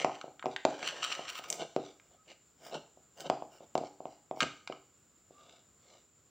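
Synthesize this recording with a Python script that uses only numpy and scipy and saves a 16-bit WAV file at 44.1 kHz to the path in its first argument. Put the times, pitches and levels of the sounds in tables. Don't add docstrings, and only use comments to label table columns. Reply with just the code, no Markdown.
import sys
import numpy as np
from scipy import signal
from scipy.fft import rfft, irfft
from scipy.io import wavfile
from scipy.ndimage import uniform_filter1d

SR = 44100
rng = np.random.default_rng(int(sys.argv[2]) if len(sys.argv) > 2 else 0)


def persist_wave(psi):
    counts = np.round(np.clip(psi, -1, 1) * 32767).astype(np.int16)
    wavfile.write(sys.argv[1], SR, np.atleast_2d(counts).T)


N = 277822
T = np.arange(N) / SR

# [t/s, spread/s, f/Hz, level/dB]
FAR_TONES = [(2.206, 0.024, 1270, -66.5), (5.4, 0.037, 1182, -59.5)]
# [f/Hz, level/dB]
HISS_COLOUR = [(25, -26), (65, -1), (150, -1.5), (400, -6.5), (900, -15), (1270, -10), (1800, -17.5),
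               (5000, -20), (6500, -20.5), (7150, 0.5), (7600, -8.5), (8600, -28), (13500, -31),
               (15400, -22.5)]
HISS_DB = -67
# [f/Hz, level/dB]
PORT_RESPONSE = [(30, -7), (75, -5), (130, -1), (6100, 1), (6600, -7), (7200, 7.5), (7900, -4),
                 (8700, -3.5), (10500, -10.5), (13800, -15.5), (15000, 6), (15900, -5.5)]
TOP_HZ = 15750
# [f/Hz, t60/s, echo level/dB]
ROOM_BANDS = [(100, 0.26, -3.5), (310, 0.31, -8), (720, 0.35, -9.5), (1391, 0.37, -7), (2950, 0.43, -10.5),
              (6000, 0.44, -8.5), (14000, 0.26, -12)]
# [delay t/s, level/dB]
HAND_ECHOES = [(.0029, -18.5), (.0056, -13.5)]

# [t/s, thud level/dB, pitch f/Hz]
LOW_BLOWS = [(.0464, -11.5, 660), (.0955, -26.5, 860), (.2418, -29.5, 595), (.28, -35, 600),
             (.442, -30, 596), (.4577, -18, 713), (.4653, -21.5, 510), (.6513, -9, 628), (.83, -30.5, 650),
             (1.1927, -27, 627), (1.394, -34.5, 670), (1.7633, -15, 507), (2.973, -46, 587),
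             (3.2995, -12, 654), (3.4225, -26.5, 666), (3.606, -40, 546), (3.7535, -13.5, 647),
             (3.7801, -23, 570), (3.812, -27.5, 507), (3.836, -27.5, 580), (4.004, -31, 612),
             (4.0549, -25.5, 654), (4.3114, -22.5, 625), (4.3724, -31, 633), (4.4235, -30, 213),
             (4.699, -26, 538), (5.307, -44.5, 510)]
# [f/Hz, relative level/dB]
RING_MODES = [(138, -9.5), (292, -6.5), (316, -2), (386, 3), (482, -5), (522, -6), (574, -16), (644, -3),
              (700, -0.5), (760, 3.5), (836, 2), (1250, -2)]
RING_T60_S = 0.3
BOOM_DB = -13.5
# [f/Hz, level/dB]
CLICK_COLOUR = [(300, -7.5), (900, 3), (1250, 8), (1800, -3.5), (2400, 5.5), (4200, -5), (6000, -4.5),
                (8000, -15), (15000, -36)]
HARD_KNOCK_DB, CLICK_DB, CLICK_GROWTH = -8.5, -4, 0.85
CRUNCH_MS, CRUNCH_DB = 1.0, -15.5
REBOUND_FROM_DB, REBOUND_S, REBOUND_DB = -11.5, 0.00335, -9

# [f/Hz, width/Hz, level/dB]
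WALL_MODES = [(1300, 150, 1), (1528, 560, 2), (1875, 290, -2), (2225, 720, 4), (2835, 620, 3),
              (3480, 1100, -6), (4120, 380, -15), (5300, 240, -10.5), (6126, 500, -0.5), (7580, 700, -5),
              (11960, 2000, -18)]
# [t/s, level/dB, brightness/dB per octave]
TICKS_AND_SNAPS = [(0.213, -31.5, -4), (0.395, -34.5, -7), (.4257, -29.5, -11.5), (.563, -17, -6.5),
                   (0.8285, -24.5, -6.5), (1.0283, -26.5, -7.5), (1.1168, -25.5, -6.5), (1.502, -16, 11.5),
                   (1.527, -20.5, 7.5), (1.9987, -45, -2), (3.2056, -30, 7), (3.778, -29.5, 4),
                   (4.6748, -26.5, -5), (4.724, -31, -7)]
CHATTER_MS, CHATTER_HALVING_DB = 0.76, 7.5
DROP_S, DROP_DB, DROP_BRIGHTNESS_DB, DROP_CHATTER_MS = 4.405, -14, -3, 3
CLATTER_GAP_S, CLATTER_DB = 0.008, -5.5
# [f/Hz, relative level/dB, t60/s]
SPOON_MODES = [(1243, -11.5, 0.45), (1460, -12.5, .33), (2060, -1.5, 0.21), (2495, -2, 0.18),
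               (3036, -10, 0.44), (4570, -9.5, 0.79)]
SPOON_RING_DB = -54

# [f/Hz, level/dB]
GRIT_COLOUR = [(600, -0.5), (950, -14.5), (1300, 5), (1850, 12), (2300, -1), (3000, 14.5), (4300, -2.5),
               (6000, 10.5), (7500, -11), (9500, -59.5), (16000, -52)]
DRAG_COLOUR = [(60, -30.5), (150, -5), (300, -2.5), (520, 6), (700, 5.5), (1000, -6), (1300, -20),
               (1900, -29.5), (5000, -47)]
SLIP_DB, SLIPS_PER_S = 3.5, 380
# [t/s, force/dB, finest sand level/dB]
SCRAPE_PATH = [(0.7, -53, -95), (0.776, -53, -85.5), (0.826, -46, -86), (0.878, -34, -58), (0.92, -52, -85),
               (1.01, -47, -98), (1.03, -34.5, -69), (1.046, -33, -53.5), (1.068, -44, -74),
               (1.124, -37.5, -64.5), (1.168, -50.5, -72), (1.268, -50, -94), (1.29, -37.5, -58.5),
               (1.318, -52, -67), (1.39, -41.5, -57), (1.416, -73, -90), (1.438, -46, -62.5),
               (1.485, -63.5, -111)]
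SCRAPE_GRIT_DB = -4.5
SCRAPE_DRAG_DB, SCRAPE_CLEARING_DB_PER_S = -48, -20.5
LIGHT_RASP_HZ, HEAVY_RASP_HZ, LIGHT_FORCE_DB, HEAVY_FORCE_DB = 1400, 2640, -52.5, -35.5
# [first push t/s, wait for second/ms, first level/dB, second level/dB]
SCOOPS_AND_SLIDE = [(1.535, 87, -50.5, -39), (2.06, 84, -78.5, -64.5), (2.675, 82.5, -54, -40.5),
                    (3.215, 52, -52, -43.5), (3.559, 73, -64, -57), (4.395, 41, -56.5, -38)]
FIRST_WIDTH, SECOND_WIDTH = 0.46, 0.28
# [t/s, rise/ms, level/dB, rasp f/Hz]
DOUGH_RUBS = [(.012, 37, -44.5, 2230), (.125, 95, -60.5, 2240), (.525, 20, -58, 3500),
              (1.865, 67, -60.5, 3300), (2.309, 22, -58, 2700), (3.865, 19.5, -60.5, 4300),
              (4.126, 70, -72, 4200), (5.515, 108, -68, 3200), (5.94, 69, -67.5, 3500)]
RELEASE_SHARE = 0.58
# [grit level/dB, drag level/dB, finest sand level/dB, rasp f/Hz]
FIRST_TOUCH = (-2.5, 1, -10.5, 4990.5)
SECOND_TOUCH = (-9.5, 0.5, -47, 3108)
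# [grit level/dB, drag level/dB, finest sand level/dB]
RUB_TOUCH = (0, .5, -32.5)


def undb(db):
    return 10 ** (np.asarray(db) / 20)


def unit(x):
    return x / np.std(x)


def crest(x):
    return x / np.max(np.abs(x))


def add(track, s, sound):
    i = max(int(s * SR), 0)
    track[i:i + len(sound)] += sound[:len(track) - i]


def convolve(x, response):
    return signal.fftconvolve(x, response)[:len(x)]


def resonate(x, hz, width_hz):
    b, a = signal.iirpeak(min(hz, SR / 2 - 1), hz / width_hz, fs=SR)
    return signal.lfilter(b, a, x)


def colour(x, points, size=4096):
    hz, db = np.transpose(points)
    gain_db = np.interp(np.log(np.fft.rfftfreq(size, 1 / SR) + 1), np.log(hz), db)
    cepstrum = irfft(np.log(undb(gain_db)))
    cepstrum[1:size // 2] *= 2
    cepstrum[size // 2 + 1:] = 0
    return convolve(x, irfft(np.exp(rfft(cepstrum))))


def walk(rate, size=N):
    hold = max(int(SR / rate), 1)
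    steps = np.repeat(rng.standard_normal(size // hold + 1), hold)[:size]
    return unit(uniform_filter1d(steps, hold))


def hiss():
    steady = unit(colour(rng.standard_normal(N), HISS_COLOUR))
    return undb(HISS_DB) * steady * undb(.6 * walk(18))


def far_tones():
    waver = 1 + 0.0206 * walk(140)
    out = 0
    for s, spread_s, hz, db in FAR_TONES:
        swell = np.exp(-.5 * ((T - s) / spread_s) ** 2)
        out = out + undb(db) * swell * np.sin(2 * np.pi * np.cumsum(hz * waver) / SR)
    return out


def room(x):
    hz, t60, wet_db = np.transpose(ROOM_BANDS)
    t, bins = T[:SR], np.arange(SR // 2 + 1)
    noise, response = rfft(rng.standard_normal(SR)), 0
    for share, decay, db in zip(np.eye(len(hz)), t60, wet_db):
        band = irfft(noise * np.interp(np.log(bins + 1), np.log(hz), share), SR)
        envelope = np.exp(-np.log(1000) * t / decay) * (1 - np.exp(-t / .009))
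        response = response + undb(db) * band * envelope / np.linalg.norm(envelope)
    return convolve(x, response)


def low_ring():
    t, ring = T[:SR], 0
    for (hz, db), split in zip(RING_MODES, rng.uniform(-.035, .035, len(RING_MODES))):
        twin = .7 * np.sin(2 * np.pi * hz * (1 + split) * t)
        pair = np.sin(2 * np.pi * hz * t) + twin
        t60 = RING_T60_S * np.sqrt(400 / hz)
        ring = ring + undb(db) * pair * np.exp(-np.log(1000) * t / t60)
    return ring * (1 - np.exp(-t / 0.0058))


def low_contacts():
    for s, db, pitch_hz in LOW_BLOWS:
        yield s, db, pitch_hz
        if db > REBOUND_FROM_DB:
            yield s + REBOUND_S, db + REBOUND_DB, pitch_hz


def knocks_and_thump(size=4096):
    out = np.zeros(N)
    blow = signal.unit_impulse(size)
    boom = resonate(resonate(blow, hz=300, width_hz=220), hz=300, width_hz=700)
    for s, db, pitch_hz in low_contacts():
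        body = resonate(blow, pitch_hz, width_hz=300)
        cushion = signal.butter(6, pitch_hz * 1.5, fs=SR, output="sos")
        thud = crest(signal.sosfilt(cushion, body + undb(BOOM_DB) * boom))
        crunch = undb(CRUNCH_DB) * rng.standard_normal(size) * np.exp(-T[:size] * 1000 / CRUNCH_MS)
        click = crest(colour(blow + crunch, CLICK_COLOUR))
        click_db = CLICK_DB + CLICK_GROWTH * (db - HARD_KNOCK_DB)
        edge = signal.butter(4, min(15000 * undb(click_db / 2), 15000), fs=SR, output="sos")
        add(out, s, undb(db) * (thud + undb(click_db) * signal.sosfilt(edge, click)))
    return out + undb(-57) * convolve(out, low_ring())


def wall(push, scatter_db=2):
    out = 0
    for (hz, width, db), chance in zip(WALL_MODES, rng.standard_normal(len(WALL_MODES))):
        mode = resonate(resonate(push, hz, width), hz, width)
        out = out + undb(db + scatter_db * chance) * mode
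    return out


def spoon_ring(size=SR):
    t, ring = T[:size], 0
    for hz, db, t60 in SPOON_MODES:
        ring = ring + undb(db) * np.sin(2 * np.pi * hz * t) * np.exp(-np.log(1000) * t / t60)
    return ring


def spoon_contacts(count=3):
    for s, db, tilt_db in TICKS_AND_SNAPS:
        yield s, db, tilt_db, CHATTER_MS * 2 ** (-tilt_db / CHATTER_HALVING_DB)
    for k in range(count + 1):
        db = DROP_DB + CLATTER_DB * (k > 0)
        yield DROP_S + k * CLATTER_GAP_S, db, DROP_BRIGHTNESS_DB, DROP_CHATTER_MS


def spoon_blows(size=2048):
    out, t = np.zeros(N), T[:size]
    for s, db, tilt_db, chatter_ms in spoon_contacts():
        chatter = .35 * rng.standard_normal(size) * np.exp(-t / (chatter_ms / 1000))
        push = signal.unit_impulse(size) + chatter
        tilt = [(1000, 0), (16000, 4 * tilt_db)]
        sound = wall(push, scatter_db=1) + undb(-9) * colour(push, CLICK_COLOUR)
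        add(out, s, undb(db) * crest(colour(sound, tilt)))
    out = out + undb(SPOON_RING_DB) * convolve(out, spoon_ring())
    return signal.sosfilt(signal.butter(3, 850, "high", fs=SR, output="sos"), out)


def grains(rate, spread_db, size):
    signs = rng.choice([-1, 1], size)
    sizes = signs * undb(spread_db * np.clip(rng.standard_normal(size), -2, 2))
    return unit((rng.random(size) < rate / SR) * sizes)


def reflected(x):
    i = np.arange(len(x))
    path_s = np.linspace(*rng.uniform(.0004, .0014, 2), len(x))
    return x + .5 * np.interp(i - path_s * SR, i, x)


def friction(rasp_hz, size):
    treble = signal.butter(4, 8200, "high", fs=SR, output="sos")
    slips = undb(SLIP_DB * walk(SLIPS_PER_S, size=size))
    crush = reflected(slips * grains(rate=3200, spread_db=5.5, size=size))
    rasp = resonate(resonate(crush, rasp_hz, width_hz=1300), rasp_hz, width_hz=1500)
    grit = undb(-11.5) * unit(colour(crush, GRIT_COLOUR))
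    grit = grit + undb(-0.5) * unit(wall(crush, scatter_db=1))
    grit = grit + undb(-2.5) * unit(rasp)
    drag = undb(1) * unit(colour(grains(rate=1100, spread_db=4, size=size), DRAG_COLOUR))
    sand = undb(5.0) * unit(signal.sosfilt(treble, crush))
    return grit, drag, sand


def pushes():
    for s, lag_ms, first_db, second_db in SCOOPS_AND_SLIDE:
        yield s, FIRST_WIDTH * lag_ms, first_db, FIRST_TOUCH
        yield s + lag_ms / 1000, SECOND_WIDTH * lag_ms, second_db, SECOND_TOUCH
    for s, rise_ms, db, rasp_hz in DOUGH_RUBS:
        yield s, rise_ms, db, (*RUB_TOUCH, rasp_hz)


def short_pushes(size=22050):
    out = np.zeros(N + size)
    ms = (np.arange(size) - size // 2) / SR * 1000
    for s, rise_ms, db, (grit_db, drag_db, sand_db, rasp_hz) in pushes():
        spread_ms = np.where(ms < 0, rise_ms, RELEASE_SHARE * rise_ms)
        force = undb(db) * np.exp(-.5 * (ms / spread_ms) ** 2)
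        grit, drag, sand = friction(rasp_hz, size=size)
        add(out, s, force * (undb(grit_db) * grit + undb(drag_db) * drag + undb(sand_db) * sand))
    return out[size // 2:][:N]


def long_scrape():
    s, force_db, sand_db = np.transpose(SCRAPE_PATH)
    t = T[(T >= s[0]) & (T <= s[-1])]
    force_db, sand_db = np.interp(t, s, force_db), np.interp(t, s, sand_db)
    light, drag, _ = friction(LIGHT_RASP_HZ, size=len(t))
    heavy, _, sand = friction(HEAVY_RASP_HZ, size=len(t))
    pressed = np.interp(force_db, [LIGHT_FORCE_DB, HEAVY_FORCE_DB], [0, 1])
    grit = np.sqrt(1 - pressed) * light + np.sqrt(pressed) * heavy
    drag_db = SCRAPE_DRAG_DB + SCRAPE_CLEARING_DB_PER_S * (t - s[0])
    out = np.zeros(N)
    add(out, s[0], undb(force_db + SCRAPE_GRIT_DB) * grit + undb(drag_db) * drag + undb(sand_db) * sand)
    return out


def scene():
    direct = knocks_and_thump() + spoon_blows() + long_scrape() + short_pushes()
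    near = direct.copy()
    for delay_s, db in HAND_ECHOES:
        add(near, delay_s, undb(db) * direct)
    mid = colour(near + room(direct), PORT_RESPONSE) + far_tones() + hiss()
    side = undb(-46) * colour(room(direct), PORT_RESPONSE) + undb(-11) * hiss()
    return np.array([mid + side, mid - side])


def record(dry):
    dry = signal.sosfilt(signal.butter(1, 40, "high", fs=SR, output="sos"), dry)
    return signal.sosfilt(signal.ellip(8, .2, 70, TOP_HZ, fs=SR, output="sos"), dry)


dry = scene()
out = record(dry)
persist_wave(out)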